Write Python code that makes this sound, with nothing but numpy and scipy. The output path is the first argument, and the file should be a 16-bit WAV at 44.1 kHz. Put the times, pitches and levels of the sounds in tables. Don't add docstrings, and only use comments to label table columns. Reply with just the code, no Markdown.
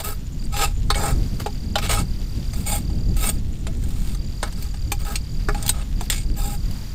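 import sys
import numpy as np
from scipy import signal
from scipy.fft import rfft, irfft, next_fast_len
from scipy.io import wavfile
from scipy.ndimage import map_coordinates

SR = 44100
rng = np.random.default_rng(int(sys.argv[2]) if len(sys.argv) > 2 else 0)


def materialize(psi):
    bounded = np.clip(np.atleast_2d(psi).T, -1, 1)
    quanta = np.round(bounded * 32767).astype(np.int16)
    wavfile.write(sys.argv[1], SR, quanta)


N = 306126

# centre in Hz, width in Hz, strength in dB.
METAL_MODES = [(415, 24, -6), (610, 70, -10), (810, 26, -2), (1288, 36, -2), (1660, 70, -9), (2222, 45, -4),
               (2440, 45, -11), (2680, 36, -10), (2880, 40, -11), (3355, 50, -12), (3630, 90, -14),
               (3830, 36, -12), (4250, 50, -14), (4485, 50, -12), (4885, 45, -11), (5340, 40, -12),
               (6150, 90, -17), (6850, 100, -13), (7320, 120, -13), (7645, 45, -14), (7920, 45, -11),
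               (8525, 90, -5), (9210, 55, -17), (9880, 85, -14), (12120, 40, -6), (14000, 120, -19)]
# frequency in Hz, gain in dB.
CHARCOAL_COLOUR = [(200, -11.5), (500, -5), (1500, 1.5), (4000, -2), (6000, -12.5), (9000, -15), (15000, 0)]


def amp(db):
    return 10 ** (np.asarray(db) / 20)


def unit(x):
    return x / np.sqrt(np.mean(x ** 2) + 1e-20)


def along(points, hz):
    f, v = np.transpose(points)
    return np.interp(np.log(hz + 1), np.log(f + 1), v)


def curves(rows):
    s, *columns = np.transpose(rows)
    t = np.arange(N) / SR
    return [np.interp(t, s, column) for column in columns]


def wobble(rate):
    knots = rng.standard_normal(int(N * rate / SR) + 4)
    return map_coordinates(knots, [np.arange(N) * rate / SR])


def filtered(x, response):
    m = next_fast_len(x.shape[-1] + 8192)
    shaped = rfft(x, m) * response(np.fft.rfftfreq(m, 1 / SR))
    return irfft(shaped, m)[..., :x.shape[-1]]


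def noise(spectrum):
    return unit(filtered(rng.standard_normal(N), lambda hz: amp(along(spectrum, hz))))


def ticks(rate, spread_db):
    hits = rng.random(N) < rate / SR
    sizes = rng.standard_normal(N) * amp(spread_db * rng.exponential(size=N))
    return unit(hits * sizes)


def resonance(hz, centre_hz, width_hz):
    return 1j * hz * width_hz / (centre_hz ** 2 - hz ** 2 + 1j * hz * width_hz)


def metal(hz, modes, scatter_db=0):
    response = 0
    for k, (centre_hz, width_hz, db) in enumerate(modes):
        strength = amp(db + scatter_db * rng.standard_normal())
        response = response + (-1) ** k * strength * resonance(hz, centre_hz, width_hz)
    return response


def registers(hz):
    below = [1 / (1 + 1j * hz / edge_hz) ** 3 for edge_hz in (2300, 6500, 15000)]
    above = [(1j * hz / edge_hz / (1 + 1j * hz / edge_hz)) ** 4 for edge_hz in (1500, 3800, 9000)]
    lid = below[0]
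    body = above[0] * below[1]
    tines = above[1] * below[2] ** 2
    tips = (above[2] * below[2]) ** 2
    return np.array([lid, body, tines, tips])


def slipping():
    force = ticks(1500, spread_db=1.5) + 0.7 * rng.standard_normal(N)
    return force * amp(2.5 * wobble(40))


def raking():
    # start in seconds, length in seconds, drag level at start and at end in dB, then the shares
    # of lid, tines and tips in dB against the tongs' body, and charcoal crunch in dB against the ring.
    strokes = [(0, 0.018, -30, -39, -0.5, -26, -4.5, -17), (0.044, .088, -34.5, -40.5, 1, -26, 4, -18),
               (0.528, 0.12, -37, -20, -1.5, -8.5, -26, -19), (.957, 0.16, -36, -35, 6, .5, -32, -18.5),
               (1.401, 0.013, -31, -40, 1, -1, -10, 2), (1.823, 0.044, -30.5, -25.5, -5.5, -15, -27, -10),
               (1.896, 0.12, -26.5, -35, 0, -3.5, -27, -17.5), (2.535, 0.1, -50.5, -48, -3.5, -11, 3, -21),
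               (2.667, .115, -33, -34, -2, -18, 2, -24), (3.17, 0.13, -41, -28.5, -4, -22, 2.5, -23),
               (3.82, 0.315, -53.5, -49, -4, 2, -13, -8), (4.452, .05, -43, -51.5, 4, -11, -19, -9),
               (4.567, .11, -53, -52, 1, 3, -19, -14), (4.997, .04, -49, -50, 1, -11, 1, -18),
               (5.063, 0.091, -38, -43.5, 2, -11, 0.5, -17), (5.559, 0.14, -45, -44, 0.5, -9, -17, -16),
               (5.734, 0.091, -47.5, -42.5, 1, -18, -17, -15), (6.019, 0.043, -51, -53, -10, 5.5, -5, -2),
               (6.117, 0.12, -29, -54, -12, 1.5, -9, -14), (6.37, 0.18, -41, -41.5, 0, -11, 2, -23)]
    catch_s, catch_db, swell_db = 0.012, -20, 2.5
    lift_s, lift_db, settle_s, settle_db = 0.02, -17.5, 0.075, -32

    cycle = np.cumsum(55 * amp(2.5 * wobble(25))) / SR % 1
    chatter = amp(-6 * cycle)
    tines = np.array([filtered(chatter * slipping(), lambda hz: registers(hz) * metal(hz, METAL_MODES[k::4]))
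                      for k in range(4)])
    crunch = filtered(chatter * slipping(), lambda hz: registers(hz) * amp(along(CHARCOAL_COLOUR, hz)))
    out, t = np.zeros(N), np.arange(N) / SR
    for s, length, first_db, last_db, lid_db, tines_db, tips_db, crunch_db in strokes:
        end = s + length
        span = slice(max(round((s - catch_s) * SR), 0), round((end + settle_s) * SR))
        drag_db = np.interp(
            t[span],
            [s - catch_s, s, s + length / 2, end, end + lift_s, end + settle_s],
            [first_db + catch_db, first_db, (first_db + last_db) / 2 + swell_db, last_db,
             last_db + lift_db, last_db + settle_db])
        ring = sum(amp(3 * rng.standard_normal()) * tine[:, span] for tine in tines)
        paths = [unit(p) for p in ring + amp(crunch_db) * crunch[:, span]]
        out[span] += amp(drag_db) * (amp([lid_db, 0, tines_db, tips_db]) @ paths)
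    return out


def embers():
    out = np.zeros(N)
    for hz, width_hz, db in [(2290, 3400, -1.5), (3380, 3600, 0), (7010, 640, 0.0), (8270, 1500, -6.5)]:
        clumps = ticks(600, spread_db=1.5) * amp(4.2 * wobble(40))
        grains = filtered(clumps, lambda f: resonance(f, hz, width_hz) ** 2)
        out += amp(db) * unit(grains)
    return amp(-56.5) * out


def outdoors():
    # time in seconds, buffet level in dB, flutter in dB against the buffet.
    gusts = [(0, -30.5, -8), (0.35, -25, -8), (0.7, -19, -14), (1.1, -19.5, -5.5), (1.5, -27, -3),
             (2, -21.5, -7), (2.5, -26.5, -5), (3, -19.5, -7.5), (3.5, -24, -5.5), (4, -21, -9.5),
             (4.4, -27, -6), (4.8, -23.5, -10), (5.3, -23.5, -11), (5.7, -21, -9), (5.9, -23.5, -10),
             (6.2, -21.5, -8.5), (6.6, -22, -9), (6.94, -27, -8.5)]
    # frequency in Hz, density in dB per Hz.
    buffet_colour = [(7.1, 2.5), (12, 0), (37, 5), (113, -12), (130, -11), (170, -24), (290, -120)]
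    # frequency in Hz, density in dB per Hz.
    flutter_colour = [(35, -57), (60, -2), (206, -10), (456, -29), (511, -32), (612, -35), (900, -41),
                      (1170, -93), (1980, -120)]
    # frequency in Hz, density in dB per Hz.
    air_colour = [(290, -18), (500, 0), (960, 0.5), (2730, -4.5), (4660, -1.5), (5880, -2), (6900, -7),
                  (10100, -11.5), (14000, -8), (16000, -14)]

    buffet_db, flutter_db = curves(gusts)
    buffet = unit(amp(1.04 * wobble(20)) * noise(buffet_colour))
    flutter = unit(amp(2.08 * wobble(28)) * noise(flutter_colour))
    wind = amp(buffet_db) * (buffet + amp(flutter_db) * flutter)
    hiss = amp(-51 + 2.5 * wobble(3.405)) * noise(air_colour)
    return wind + hiss


def cricket():
    # time of the first stroke in seconds, number of wing strokes, strokes per second.
    trills = [(.007, 7, 38), (.398, 4, 38), (.988, 92, 37.8), (4.078, 62, 38.2), (5.964, 38, 38.1)]
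    gained_s, eager_strokes = 0.013, 2.5

    out, t = np.zeros(N + SR), np.arange(round(0.013 * SR)) / SR
    u = t / t[-1]
    for s, strokes, rate in trills:
        k = np.arange(strokes)
        for at in s + k / rate - gained_s * (1 - np.exp(-k / eager_strokes)):
            late, size_db, tune = rng.standard_normal(3)
            pitch_hz = (5040 - 640 * u) * (1 + 0.004 * tune)
            phase = 2 * np.pi * np.cumsum(pitch_hz) / SR
            tone = np.sin(phase) + amp(-23) * np.sin(3 * phase)
            start = max(round((at - 0.007 + 0.0012 * late) * SR), 0)
            out[start:][:len(t)] += amp(-40.5 + size_db) * np.sin(np.pi * u) * tone
    return out[:N]


def lumps(hz, lump_hz):
    pitches = lump_hz * 5 ** rng.uniform(-0.5, 1, 4)
    partials = sum(resonance(hz, c, 0.08 * c) for c in pitches)
    dull = 4.6 * resonance(hz, lump_hz, 0.068 * lump_hz)
    return amp(along(CHARCOAL_COLOUR, hz)) * (1 + 2 * partials) + dull


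def blows():
    # time in seconds, peak of the tongs' body in dB, shares of lid and tines in dB against
    # that body, pitch of the charcoal lump in Hz.
    knocks = [(0.0463, -28, -16, 4, 835), (0.9024, -5.5, -2.5, -45, 1284), (0.945, -19, -31, -29, 1300),
              (1.461, -19, 5, -41, 860), (1.7557, -5, -6, -45, 1324), (1.7829, -14.5, -5.5, -36, 1280),
              (1.8937, -14, -13, -20, 2820), (1.9117, -14, -21, -3, 795), (2.5346, -28.5, -6, -0.5, 1220),
              (2.608, -38, -12, 2, 2660), (2.899, -37.5, 2, -20, 796), (3.1661, -31, 0, 3, 2660),
              (3.241, -18, -5, -7, 1280), (3.6683, -22.5, -1, -12, 660), (3.8374, -37.5, -3, 5, 820),
              (4.1476, -32, -5, 2.5, 1180), (4.4285, -13.5, 2, -33, 590), (4.5246, -36.5, 0, 5, 790),
              (4.6249, -27, -12, -1.5, 4400), (4.7409, -31, 0, -20, 780), (4.9183, -13, -4, -2, 606),
              (5.0497, -33, 0, 4, 820), (5.1563, -13, -39, -2, 4360), (5.4865, -17.5, 7, -48, 1280),
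              (5.5455, -21, -1.5, -25, 814), (5.6262, -33.5, -23, 13, 635), (5.663, -28.5, -1, 10.5, 1470),
              (5.679, -21, -25, 4, 3370), (5.692, -15.5, -6.5, 10, 770), (5.8143, -33.5, -30, -20, 730),
              (6.009, -22, 2.5, -4, 740), (6.1, -9.5, -8.5, 1, 3420), (6.1265, -14.5, -9, -10, 3400),
              (6.71, -39.5, -19, 7, 2920)]
    rattle_s, longer_s_per_db = 0.032, 0.00045

    out, t = np.zeros(N + SR), np.arange(SR // 6) / SR
    for s, db, lid_db, tines_db, lump_hz in knocks:
        t60 = rattle_s - longer_s_per_db * tines_db
        rattle = amp(-60 * t / max(t60, 0.003))
        contact = 0.5 * amp(-60 * t / 0.0012)
        force = rng.standard_normal(len(t)) * (rattle + contact)
        struck = lambda hz: metal(hz, METAL_MODES, scatter_db=3.5) + amp(-14) * lumps(hz, lump_hz)
        paths = filtered(force, lambda hz: registers(hz) * struck(hz))
        paths = paths / np.abs(paths).max(axis=1, keepdims=True)
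        shares = amp([lid_db, 0, tines_db, tines_db + 3.5])
        out[round(s * SR):][:len(t)] += amp(db) * (shares @ paths)
    return out[:N]


def ground(x):
    echo = np.zeros(SR // 10)
    t = np.arange(len(echo)) / SR
    echo[90:] = (rng.standard_normal(len(echo)) * amp(-60 * t / 0.08))[90:]
    return signal.fftconvolve(x, echo / np.linalg.norm(echo))[:N]


def scene():
    pot = raking() + blows()
    echoes = amp(-10) * ground(pot)
    return (pot + echoes + embers() + outdoors() + cricket())[None]


def record(dry):
    top_hz, edge_hz = 15900, 16700
    return filtered(dry, lambda hz: amp(np.interp(hz, [top_hz - 500, top_hz], [0, -22])) * (hz < edge_hz))


dry = scene()
out = record(dry)
materialize(out)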